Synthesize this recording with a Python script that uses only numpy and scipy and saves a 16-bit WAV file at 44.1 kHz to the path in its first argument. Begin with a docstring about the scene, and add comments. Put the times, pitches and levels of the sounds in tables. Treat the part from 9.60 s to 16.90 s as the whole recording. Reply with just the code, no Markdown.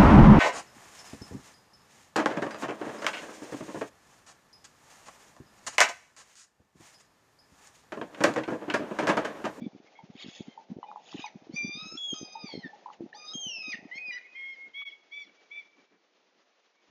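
"""A gull gives its long call over a pond: two squealing cries that break into a high register and fall,
then a run of short yelps, all from the fluttering membrane of its syrinx. Another gull answers faintly
from far off, and houses across the water throw the cries back. Someone walks with the microphone:
shoes scuff on grit, and a light wind thuds and pops on the microphone until it drops."""
import sys
import numpy as np
from scipy import signal
from scipy.fft import rfft, irfft
from scipy.io import wavfile
from scipy.ndimage import uniform_filter1d

SR = 44100
rng = np.random.default_rng(int(sys.argv[2]) if len(sys.argv) > 2 else 0)


def store_pcm(level_fs):
    """Save levels as 16-bit WAV."""
    pcm = np.round(np.clip(level_fs, -1, 1) * 32767).astype(np.int16)
    wavfile.write(sys.argv[1], SR, np.atleast_2d(pcm).T)


N = 321930
TIME = np.arange(N) / SR


# Full voice, one curve a syllable. 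Roughness runs 0-1; tilt is per harmonic.
# time_s, pitch_hz, second_harmonic_db, other_harmonics_db, tilt_db, roughness
CRY_CURVES = [
    [(1.6, 1207, -60.5, -80, 1, 0.4), (1.622, 1234, -53, -59.5, -4.5, 0),
     (1.648, 1258, -44.5, -55, -5, 0.16), (1.662, 1220, -49, -60.5, 4, .45),
     (1.674, 1050, -58, -73, -2, 1.1), (1.69, 900, -66, -70, -2, 1)],
    [(1.905, 981, -79, -78.5, -6, 0.4), (1.954, 1181, -61, -63, 4, .8), (1.965, 1192, -34.5, -54, 2.5, .04),
     (2.04, 1181, -39.5, -54, 1.5, .02), (2.14, 1196, -46, -52.5, -8.5, 0.06),
     (2.21, 1266, -53, -53, -2, .22), (2.28, 1278, -55, -57, 4, .25), (2.34, 1306, -62, -55, 10.5, 0.13),
     (2.378, 1370, -59, -58, 1, 0.34)],
    [(2.533, 1305, -71, -62, 3, 0.9), (2.555, 1259, -64.5, -50.5, 2.5, 0.08),
     (2.67, 1237, -60, -57.5, 0, 0.12), (2.79, 1246, -58, -62.5, -5.5, 0.11),
     (2.84, 1220, -52.5, -53, -5, 0.16), (2.905, 1113, -54, -53, -4, .55), (2.955, 1069, -57, -59, -2, .4),
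     (3.015, 1044, -71, -66, 2, .45), (3.045, 915, -42, -72.5, 2, 0.05), (3.08, 861, -51, -67, 8.5, 0.27)],
    [(3.53, 870, -40, -76.5, -0.5, 0.13), (3.55, 1134, -77, -64, 5, 0.54),
     (3.572, 1228, -68.5, -54, 0.5, 0.12), (3.63, 1221, -53, -59, -1, 0.2),
     (3.69, 1246, -69, -50, 1.5, .12), (3.738, 1283, -74, -51, 3, .2)],
    [(4.025, 1270, -46.5, -61, -2, 0.3), (4.06, 1261, -41, -53, 4.5, 0), (4.12, 1240, -42, -54.5, 1, .2),
     (4.129, 1059, -45.5, -63.5, -1, .9), (4.14, 930, -37, -57, 3.5, 0.04),
     (4.158, 887, -60.5, -59, -7, .9)],
    [(4.314, 963, -41, -67, -18.5, 0), (4.33, 1018, -39, -71, -12, 0), (4.36, 1069, -51.5, -53.5, 3, 0.22),
     (4.385, 1097, -34.5, -59.5, 1, 0)],
    [(4.508, 1020, -40.5, -73, 1.5, 0.08), (4.53, 965, -41, -49.5, 1, 0.06),
     (4.574, 1001, -42, -67.5, 0.5, .3), (4.587, 903, -50.5, -64, 4.5, .5)],
]
# High, whistling register, one curve a squeal: time_s, pitch_hz, fundamental_db, second_harmonic_db
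SQUEAL_CURVES = [
    [(2.374, 3370, -38.5, -58), (2.47, 3337, -39, -56), (2.505, 3243, -34.5, -45),
     (2.54, 3200, -38.5, -46.5)],
    [(3.735, 3195, -42.5, -44), (3.785, 3222, -39, -44.5), (3.825, 3194, -42.5, -44),
     (3.87, 3040, -38, -46), (3.92, 2777, -41, -45), (3.97, 2644, -43.5, -45.5), (4.03, 2540, -42, -45.5)],
    [(4.38, 2464, -41.5, -77), (4.44, 2524, -44, -73), (4.48, 2468, -38, -53), (4.512, 2393, -35.5, -62)],
]
# Closing yelps; the third and upper harmonics are relative to level_db.
# start_s, length_s, top_hz, level_db, third_db, upper_db
YELP_NOTES = [(4.738, .229, 1079, -43, -14.5, -34), (5.133, .18, 1122, -42.5, -4.5, -35),
              (5.508, .147, 1154, -44, -10, -29), (5.901, .13, 1167, -44, -13, -39.5)]
def near_gull(squeal_rough=0.018):
    """The gull over the pond: its voice flips between two registers, then yelps."""
    out = np.zeros(N)
    for curve in CRY_CURVES:
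        add(out, *cry(curve))
    for curve in SQUEAL_CURVES:
        times, pitch, *harmonics = np.transpose(curve)
        add(out, *syrinx(times, pitch, harmonics, squeal_rough))
    for note in YELP_NOTES:
        add(out, *yelp(*note))
    return out


# Resonances of the gull's throat: frequency_hz, gain_db
THROAT_RESONANCES = [(900, -20), (1180, -20), (1290, 1.5), (2900, 0.5), (3400, -3.5), (3650, -5.5),
                     (3820, 0), (4400, 3), (4900, 2.5), (5500, 2), (5950, 11), (6300, 1.5), (7000, -0.5)]
def cry(curve, waver_db=5, waver_s=0.04, membrane_db=(0, 0, 0, 0, -8.5, -19)):
    """A dominant second harmonic; the others waver and slide through the resonances of the throat."""
    knots, *controls = np.transpose(curve)
    times = np.linspace(knots[0], knots[-1], num=200)
    pitch, second, others, bright, rough = (np.interp(times, knots, control) for control in controls)
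    drifts = rng.standard_normal((6, 60))
    harmonics = []
    for k, (falloff, drift) in enumerate(zip(membrane_db, drifts), 1):
        tilt = bright * (k - 4) * (k > 2)
        waver = waver_db * np.interp((times - times[0]) / waver_s, np.arange(len(drift)), drift)
        throat = value_at(THROAT_RESONANCES, k * pitch)
        harmonics.append(second if k == 2 else others + falloff + tilt + waver + throat)
    return syrinx(times, pitch, harmonics, rough)


# Balance of a yelp's harmonics 4, 5 and 6: gain_db
YELP_OVERTONES = [-1, 0, -15]
def yelp(start, length, top_hz, level_db, third_db, upper_db, rough=0.06, slack=0.49,
         attack_s=0.017, release_s=0.031, swell_db=4, waver_db=1.3, crack_db=27.5):
    """A short note that scoops up, swells, and cracks as its pitch drops; a slack membrane rattles."""
    t = np.linspace(0, length, num=60)
    scoop = np.exp(-t / 0.0141)
    drop = np.exp((t - length) / 0.012)  # the breath ends
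    sag = 0.0968 * scoop + 0.2 * drop
    edges = np.maximum(1 - t / attack_s, 0) + np.maximum(1 - (length - t) / release_s, 0)
    held = level_db - 24 * edges
    second = held + swell_db * (np.sin(np.pi * t / length) - 2 / np.pi)
    upper = [held + upper_db + colour + crack_db * np.sqrt(drop) for colour in YELP_OVERTONES]
    waver = waver_db * unit_rms(uniform_filter1d(rng.standard_normal((6, 60)), size=8, axis=1))
    harmonics = np.array([second - 37, second, held + third_db, *upper]) + waver
    return syrinx(start + t, top_hz * (1 - sag), harmonics, rough + slack * sag)


def syrinx(times, pitch, harmonics_db, rough, jitter=0.015, rasp=0.96, doubling=0.048, edge_s=0.005):
    """A fluttering membrane that jitters and rasps as it roughens. Returns start time and sound."""
    t = np.arange(times[0] - edge_s / 2, times[-1] + edge_s / 2, 1 / SR)
    rough = np.interp(t, times, np.clip(rough * np.ones(len(times)), 0, 1))
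    glide = uniform_filter1d(np.interp(t, times, pitch), size=500)
    hz = glide * (1 + jitter * rough * wander(len(t), 220))
    phase = 2 * np.pi * np.cumsum(hz) / SR
    out = np.zeros(len(t))
    for k, db in enumerate(harmonics_db, 1):
        flutter = np.exp(0.16 * np.sqrt(k / 2) * (wander(len(t), 70) + 1j * wander(len(t), 70)))
        sidebands = rasp * (wander(len(t), 170) + 1j * wander(len(t), 250))
        shimmer = wander(len(t), 49)
        subharmonic = doubling * np.exp(-0.5j * phase)  # strong and weak cycles alternate
        envelope = gain(np.interp(t, times, db)) * (flutter + rough * (sidebands + shimmer + subharmonic))
        out += np.sqrt(2) * (envelope * np.exp(1j * k * phase)).real
    return t[0], out * signal.windows.tukey(len(t), 2 * edge_s / (t[-1] - t[0]))


# The answering bird: start_s, length_s, pitch_hz, level_db, tilt_db (per harmonic)
FAR_NOTES = [(0.013, 0.053, 1172, -60.5, 0), (0.263, .026, 1098, -63, -10.5), (.353, 0.055, 1107, -60, -6),
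             (0.552, 0.018, 1123, -64.5, 3), (0.577, 0.043, 1228, -58, 3), (.595, .06, 1122, -57, 6),
             (0.676, 0.17, 1126, -66, 2.5), (0.87, .09, 1055, -66, 1), (1.228, 0.022, 1007, -64, 3),
             (1.26, 0.054, 1234, -65, -3.5), (7.127, 0.13, 1130, -77, -13)]
def far_gull(colour_db=(-25, -1, -2, -14), arch=0.04, rough=0.35):
    """A second gull, far off: short hoarse notes, each an arch of pitch."""
    out, progress = np.zeros(N), np.linspace(0, 1, num=9)
    droop = (2 * progress - 1) ** 2
    for start, length, pitch, db, tilt in FAR_NOTES:
        harmonics = [db + colour + tilt * (k - 1) - 6 * droop for k, colour in enumerate(colour_db)]
        add(out, *syrinx(start + length * progress, pitch * (1 - arch * droop), harmonics, rough))
    return out


# Echoes off the houses, coming and going as the walker moves: delay_s, gain_db, strongest_s, width_s
HOUSE_ECHOES = [(.013, -13.5, 2.8, 0.54), (.031, -10.5, 2.7, 0.22), (0.03, -12, 4.03, 0.14),
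                (.058, -14.5, 3.97, 0.11), (.147, -25.5, 4.25, .12), (.088, -17.5, 4.6, .1),
                (.262, -6, 4.72, 0.12), (0.15, -3.5, 5.03, 0.051), (.041, -9, 5.33, .035),
                (.028, -8.5, 5.88, .25), (.35, -21, 6.3, 0.23)]
# Decay of the open-air tail: frequency_hz, t60_s
TAIL_DECAY = [(500, 0.25), (2300, 0.95), (4000, .6), (7000, 0.8)]
def pond_echoes(call, tail_db, scatter_db, scatter_t60_s=0.18, smear=2.3, reflections_per_s=1500):
    """A call with quick scatter from ground and trunks, echoes from across the water and a thin tail."""
    t = TIME[:SR]
    near, far = rng.standard_normal((2, SR)) * (rng.random((2, SR)) < reflections_per_s / SR)
    near *= gain(-60 * t / scatter_t60_s) * (t > 0.006)
    scattered = signal.fftconvolve(call, near / np.linalg.norm(near))[:N]
    bounced = (call + smear * scattered) / np.hypot(1, smear)  # uneven walls smear what they return
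    out = call + gain(scatter_db) * scattered
    for delay, db, strongest, width in HOUSE_ECHOES:
        cutoff_hz = min(5600 * (0.054 / delay) ** 0.71, SR / 3)  # longer paths lose more treble
        dulled = signal.sosfilt(signal.butter(3, cutoff_hz, fs=SR, output="sos"), bounced)
        presence = np.exp(-0.5 * ((TIME + delay - strongest) / width) ** 2)
        add(out, delay, gain(db) * dulled * presence)
    hz, age, spectrum = signal.stft(far, SR, nperseg=256)
    decay = gain(-60 * age / value_at(TAIL_DECAY, hz)[:, None])
    tail = signal.istft(spectrum * decay, SR, nperseg=256)[1]
    return out + gain(tail_db) * signal.fftconvolve(call, tail / np.linalg.norm(tail))[:N]


# The strongest puffs of air on the microphone: time_s, peak_db, pitch_hz, length_s
STRONG_PUFFS = [(.024, -25.5, 225, 0.0088), (.042, -34, 240, 0.0096), (.068, -24.5, 230, 0.0072),
                (.151, -39, 270, .004), (.44, -41.5, 184, 0.0081), (.503, -37.5, 210, 0.0056),
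                (.647, -37, 260, .004), (.664, -36.5, 236, .006), (.687, -34.5, 225, 0.0051),
                (.808, -27.5, 230, 0.0035), (.885, -34.5, 230, 0.0078), (1.12, -30, 215, 0.012),
                (1.168, -30.5, 230, 0.0033), (1.548, -32, 315, 0.0065), (1.759, -36, 205, .0075),
                (1.899, -34, 295, .008), (1.942, -31.5, 200, 0.0066), (2.05, -26.5, 210, 0.0084),
                (2.175, -36.5, 225, .006), (2.354, -36.5, 290, 0.0066), (2.532, -26, 280, 0.0041),
                (2.615, -32.5, 300, .0027), (2.631, -30.5, 250, 0.0039), (2.844, -32, 220, 0.0073),
                (2.94, -27.5, 370, 0.0023), (2.955, -28.5, 330, 0.0034), (2.978, -28, 250, .004),
                (3.061, -33.5, 255, 0.0063), (3.408, -26.5, 280, 0.0023), (3.421, -36, 340, 0.029),
                (3.442, -36.5, 230, 0.009), (3.756, -32, 240, 0.0056), (3.869, -37, 200, 0.0052),
                (4.084, -36.5, 275, 0.0065), (4.256, -38.5, 250, 0.0071)]
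# Flurries of weaker puffs: start_s, length_s, peak_db
PUFF_FLURRIES = [(0.126, 0.13, -44), (0.519, 0.039, -39.5), (1.085, .02, -34.5), (1.175, .03, -36),
                 (1.547, 0.052, -34.5), (1.812, .56, -41), (2.99, .06, -37.5), (3.45, .015, -36.5),
                 (3.98, .02, -46), (4.111, 0.18, -43.5), (4.341, .02, -48), (4.472, 0.019, -48.5)]
def wind_thuds(puffs_per_s=29, spread_db=3, puff_hz=250, puff_s=0.005, churn_db=-11):
    """Low thuds of air right on the microphone, with a churn of turbulence clinging to each."""
    puffs = list(STRONG_PUFFS)
    for start, span, db in PUFF_FLURRIES:
        count = max(round(span * puffs_per_s), 1)
        places, sizes = rng.random(40), rng.standard_normal((40, 2))
        for k, (place, (loud, long)) in enumerate(zip(places[:count], sizes)):
            when = start + span * (k + place) / count
            stretch = np.exp(0.3 * long)  # longer puffs are deeper
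            puffs.append((when, db + spread_db * loud, puff_hz / np.sqrt(stretch), puff_s * stretch))
    thuds = air_pulses(puffs, rise_share=0.88, sharpness=5.04)
    window = np.hanning(1800)
    force = np.sqrt(abs(signal.fftconvolve(thuds ** 2, window / window.sum(), "same")))
    churn_spectrum = [(60, -18.5), (150, 1), (380, 5.5), (600, -10.5), (1000, -33), (2000, -51.5)]
    churn = coloured(rng.standard_normal(N), churn_spectrum)
    return thuds + gain(churn_db) * force * churn


# Sharper gusts in the microphone's port: time_s, peak_db, pitch_hz, length_s
PORT_GUSTS = [(.392, -41, 890, .007), (.979, -36.5, 887, .008), (1.231, -29.5, 984, 0.0035),
              (1.29, -40, 845, 0.013), (1.316, -32.5, 1030, 0.0024), (1.361, -31, 934, 0.0035),
              (1.529, -38.5, 1034, 0.0023), (1.644, -29, 920, 0.0051), (2.758, -32.5, 884, 0.011),
              (2.893, -43, 918, .008), (3.136, -44.5, 835, .015), (3.262, -31.5, 960, .007),
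              (3.289, -38, 956, .003), (3.303, -35, 1060, 0.0035), (3.551, -43, 846, 0.014)]
def wind_pops(ring_hz=880, ring_width_hz=130, eddy_t60_s=0.17, ring_db=-5, lead_s=0.0022):
    """Wind pops in the microphone's port; the eddy around each keeps a narrow resonance ringing."""
    # a weaker pop trails each gust
    trailing = [(when + rng.uniform(0.0119, 0.01224), db - 12.5, 836, 0.015) for when, db, *_ in PORT_GUSTS]
    pops = air_pulses(list(PORT_GUSTS) + trailing, rise_share=0.66, sharpness=4.55)
    t = TIME[:SR // 3] - TIME[SR // 30]
    eddy = np.where(t < 0, np.exp(-abs(t) / lead_s), gain(-60 * abs(t) / eddy_t60_s))
    stir = signal.fftconvolve(pops, eddy * rng.standard_normal(len(t)))[SR // 30:][:N]
    ring = signal.lfilter(*signal.iirpeak(ring_hz, ring_hz / ring_width_hz, fs=SR), stir)
    return pops + gain(ring_db) * pops.std() * unit_rms(ring)


def air_pulses(rows, rise_share, sharpness):
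    """Each blow of air is a few cycles that swell quickly and die a little more slowly."""
    out, t = np.zeros(N), np.arange(-SR // 40, SR // 15) / SR
    for when, db, hz, length in rows:
        age = np.maximum(1 + t / (rise_share * length), 0)
        swell = (age * np.exp(1 - age)) ** sharpness
        add(out, when + t[0], gain(db) * swell * np.cos(2 * np.pi * (hz * t + rng.random())))
    return out


# Strokes of a sole: loudest_s, relative_level_db, rise_s, fall_s, tilt_db (per octave)
SOLE_STROKES = [(.61, -53, 0.081, .08, -4), (.624, -46, .004, .02, -4), (.69, -54, 0.13, 0.26, -2),
                (.76, -53.5, .03, .09, 2), (1.52, -54.5, 0.16, 0.13, -1), (1.61, -49.5, 0.12, 0.095, -4.5),
                (2.54, -55, .02, 0.057, 3.5), (3.337, -57, 0.023, 0.02, -4.5),
                (5.22, -64.5, 0.023, 0.015, -18.5), (5.68, -68.5, .02, 0.045, -13)]
# Spectrum of grinding grit: frequency_hz, gain_db
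GRIT_SPECTRUM = [(710, -38), (1200, -10), (1500, -15), (1590, -9.5), (2000, -2.5), (2160, -14.5),
                 (2360, -1), (3450, 3.5), (4650, -9), (6800, -7.5), (7390, -24.5), (9610, -48.5),
                 (16300, -120)]
def shoe_scuffs(grains_per_s=4000, slide=0.61, edge_db=-26, patchy_db=1.8):
    """Below the microphone, fine grit grinds under a sliding sole; its colour shifts with the stroke."""
    sizes = gain(3 * np.minimum(rng.exponential(1, N), 3))
    grains = rng.standard_normal(N) * sizes * (rng.random(N) < grains_per_s / SR)
    grit = coloured(unit_rms(grains) + slide * rng.standard_normal(N), GRIT_SPECTRUM)
    times, *_, tilts = np.transpose(SOLE_STROKES)
    tilt, out = np.interp(TIME, times, tilts), np.zeros(N)
    edges_hz = np.geomspace(700, 7600, num=9)
    for low, high in zip(edges_hz, edges_hz[1:]):
        band = signal.sosfilt(signal.butter(2, [low, high], "bandpass", fs=SR, output="sos"), grit)
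        out += band * gain(patchy_db * wander(N, 50) + tilt * np.log2(high / 3500))
    pressure = sum(gain(db + edge_db * np.maximum((when - TIME) / rise, (TIME - when) / fall))
                   for when, db, rise, fall, _ in SOLE_STROKES)
    return gain(8.5) * out * pressure


# The walker's steps: time_s, level_db
STEPS = [(5.079, -64), (5.689, -65), (6.2, -65.5), (6.34, -66), (6.77, -72.5)]
def footfalls(width_s=0.037):
    """Dull pats of a soft sole on asphalt, close by."""
    spectrum = [(60, -30), (130, -16.5), (210, 2.5), (400, -1.5), (800, -12.5), (1800, -11), (4000, -32)]
    pat = coloured(rng.standard_normal(N), spectrum)
    return pat * sum(gain(db) * np.exp(-((TIME - when) / width_s) ** 2) for when, db in STEPS)


# Strength of the breeze: time_s, level_db
BREEZE_LEVELS = [(0, -62.5), (.3, -67.5), (.55, -64.5), (1.55, -61), (2.2, -66), (2.45, -73), (2.56, -62),
                 (4.3, -63), (4.5, -66), (4.65, -105)]
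# Its spectrum: frequency_hz, gain_db
BREEZE_SPECTRUM = [(60, -36), (120, -17.5), (200, -1.5), (320, -9), (450, -2.5), (750, 3), (900, -3),
                   (1150, -26.5), (2000, -37.5), (4000, -52.5)]
def breeze(gust_db=2):
    """A lumpy breeze blows across the microphone, then drops."""
    rush = coloured(rng.standard_normal(N), BREEZE_SPECTRUM)
    return rush * level_curve(BREEZE_LEVELS) * gain(gust_db * wander(N, 21))


# Outdoor wash beyond the pond: time_s, level_db
WASH_LEVELS = [(0, -65), (2.5, -67), (4, -65), (5.3, -67), (6.2, -66), (6.6, -72.5), (6.85, -67.5),
               (7.15, -73), (7.3, -68.5)]
# Its spectrum: frequency_hz, gain_db
WASH_SPECTRUM = [(100, -18), (170, -1), (300, 10), (500, 9.5), (800, 5), (1500, 1.5), (2250, 1.5),
                 (3500, -1), (4500, -3.5), (6200, -5.5), (7400, -16)]
# Its bass, which dips near the end: time_s, gain_db
WASH_BASS_GAINS = [(6.7, -3), (7.1, -11), (7.25, -2)]
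def distant_wash(flicker_db=2.28, bass_hz=450):
    """The faint hiss of the distance, flickering slightly."""
    wash = coloured(rng.standard_normal(N), WASH_SPECTRUM)
    wash *= level_curve(WASH_LEVELS) * gain(flicker_db * wander(N, 14))
    bass = signal.sosfiltfilt(signal.butter(2, bass_hz, fs=SR, output="sos"), wash)
    bass_gain = gain(np.interp(TIME, *np.transpose(WASH_BASS_GAINS)))
    return wash + bass * (bass_gain - 1)


def gain(db):
    """Decibels to amplitude."""
    return 10 ** (np.asarray(db) / 20)


def unit_rms(x):
    """Scales to rms 1."""
    return x / np.sqrt(np.mean(x ** 2) + 1e-20)


def value_at(points, hz):
    """Interpolates (frequency_hz, value) points on a log-frequency axis."""
    frequencies, values = np.transpose(points)
    return np.interp(np.log(hz + 1), np.log(frequencies + 1), values)


def coloured(x, spectrum):
    """Filters by (frequency_hz, gain_db) points, at rms 1."""
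    hz = np.fft.rfftfreq(len(x), 1 / SR)
    return unit_rms(irfft(rfft(x) * gain(value_at(spectrum, hz)), len(x)))


def wander(size, rate_hz):
    """Smooth random drift of rms about 1, moving up to about rate_hz."""
    hz = np.fft.rfftfreq(size + SR, 1 / SR)
    spectrum = rfft(rng.standard_normal(size + SR)) / (1 + (hz / rate_hz) ** 2)
    return unit_rms(irfft(spectrum, size + SR))[:size]


def level_curve(rows):
    """(time_s, level_db) rows as a gain over the scene, silent outside them."""
    return gain(np.interp(TIME, *np.transpose(rows), left=-150, right=-150))


def add(mix, start_s, sound):
    """Mixes a sound in at start_s."""
    start = round(start_s * SR)
    sound = sound[max(-start, 0):]
    part = mix[max(start, 0):][:len(sound)]
    part += sound[:len(part)]


def scene(dip_at_s=5.246, dip_width_s=0.008, dip_db=-22):
    """Gulls in the open, wind and walker at one microphone; the level dips briefly during the yelps."""
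    near = gain(0.51) * pond_echoes(near_gull(), tail_db=-17.5, scatter_db=-10.5)
    far = pond_echoes(far_gull(), tail_db=-13.5, scatter_db=-12.5)
    close = wind_thuds() + wind_pops() + shoe_scuffs() + footfalls() + breeze()
    dip = gain(dip_db * np.exp(-((TIME - dip_at_s) / dip_width_s) ** 2))
    return (near + far + close + distant_wash())[None] * dip


def record(dry):
    """The recorder's 80 Hz wind filter and 7.2 kHz band limit."""
    thinned = signal.sosfiltfilt(signal.butter(2, 80, "highpass", fs=SR, output="sos"), dry)
    lowpass = signal.firwin(301, 7200, window=("kaiser", 8), fs=SR)
    return signal.oaconvolve(thinned, lowpass[None], "same")


dry = scene()
out = record(dry)
store_pcm(out)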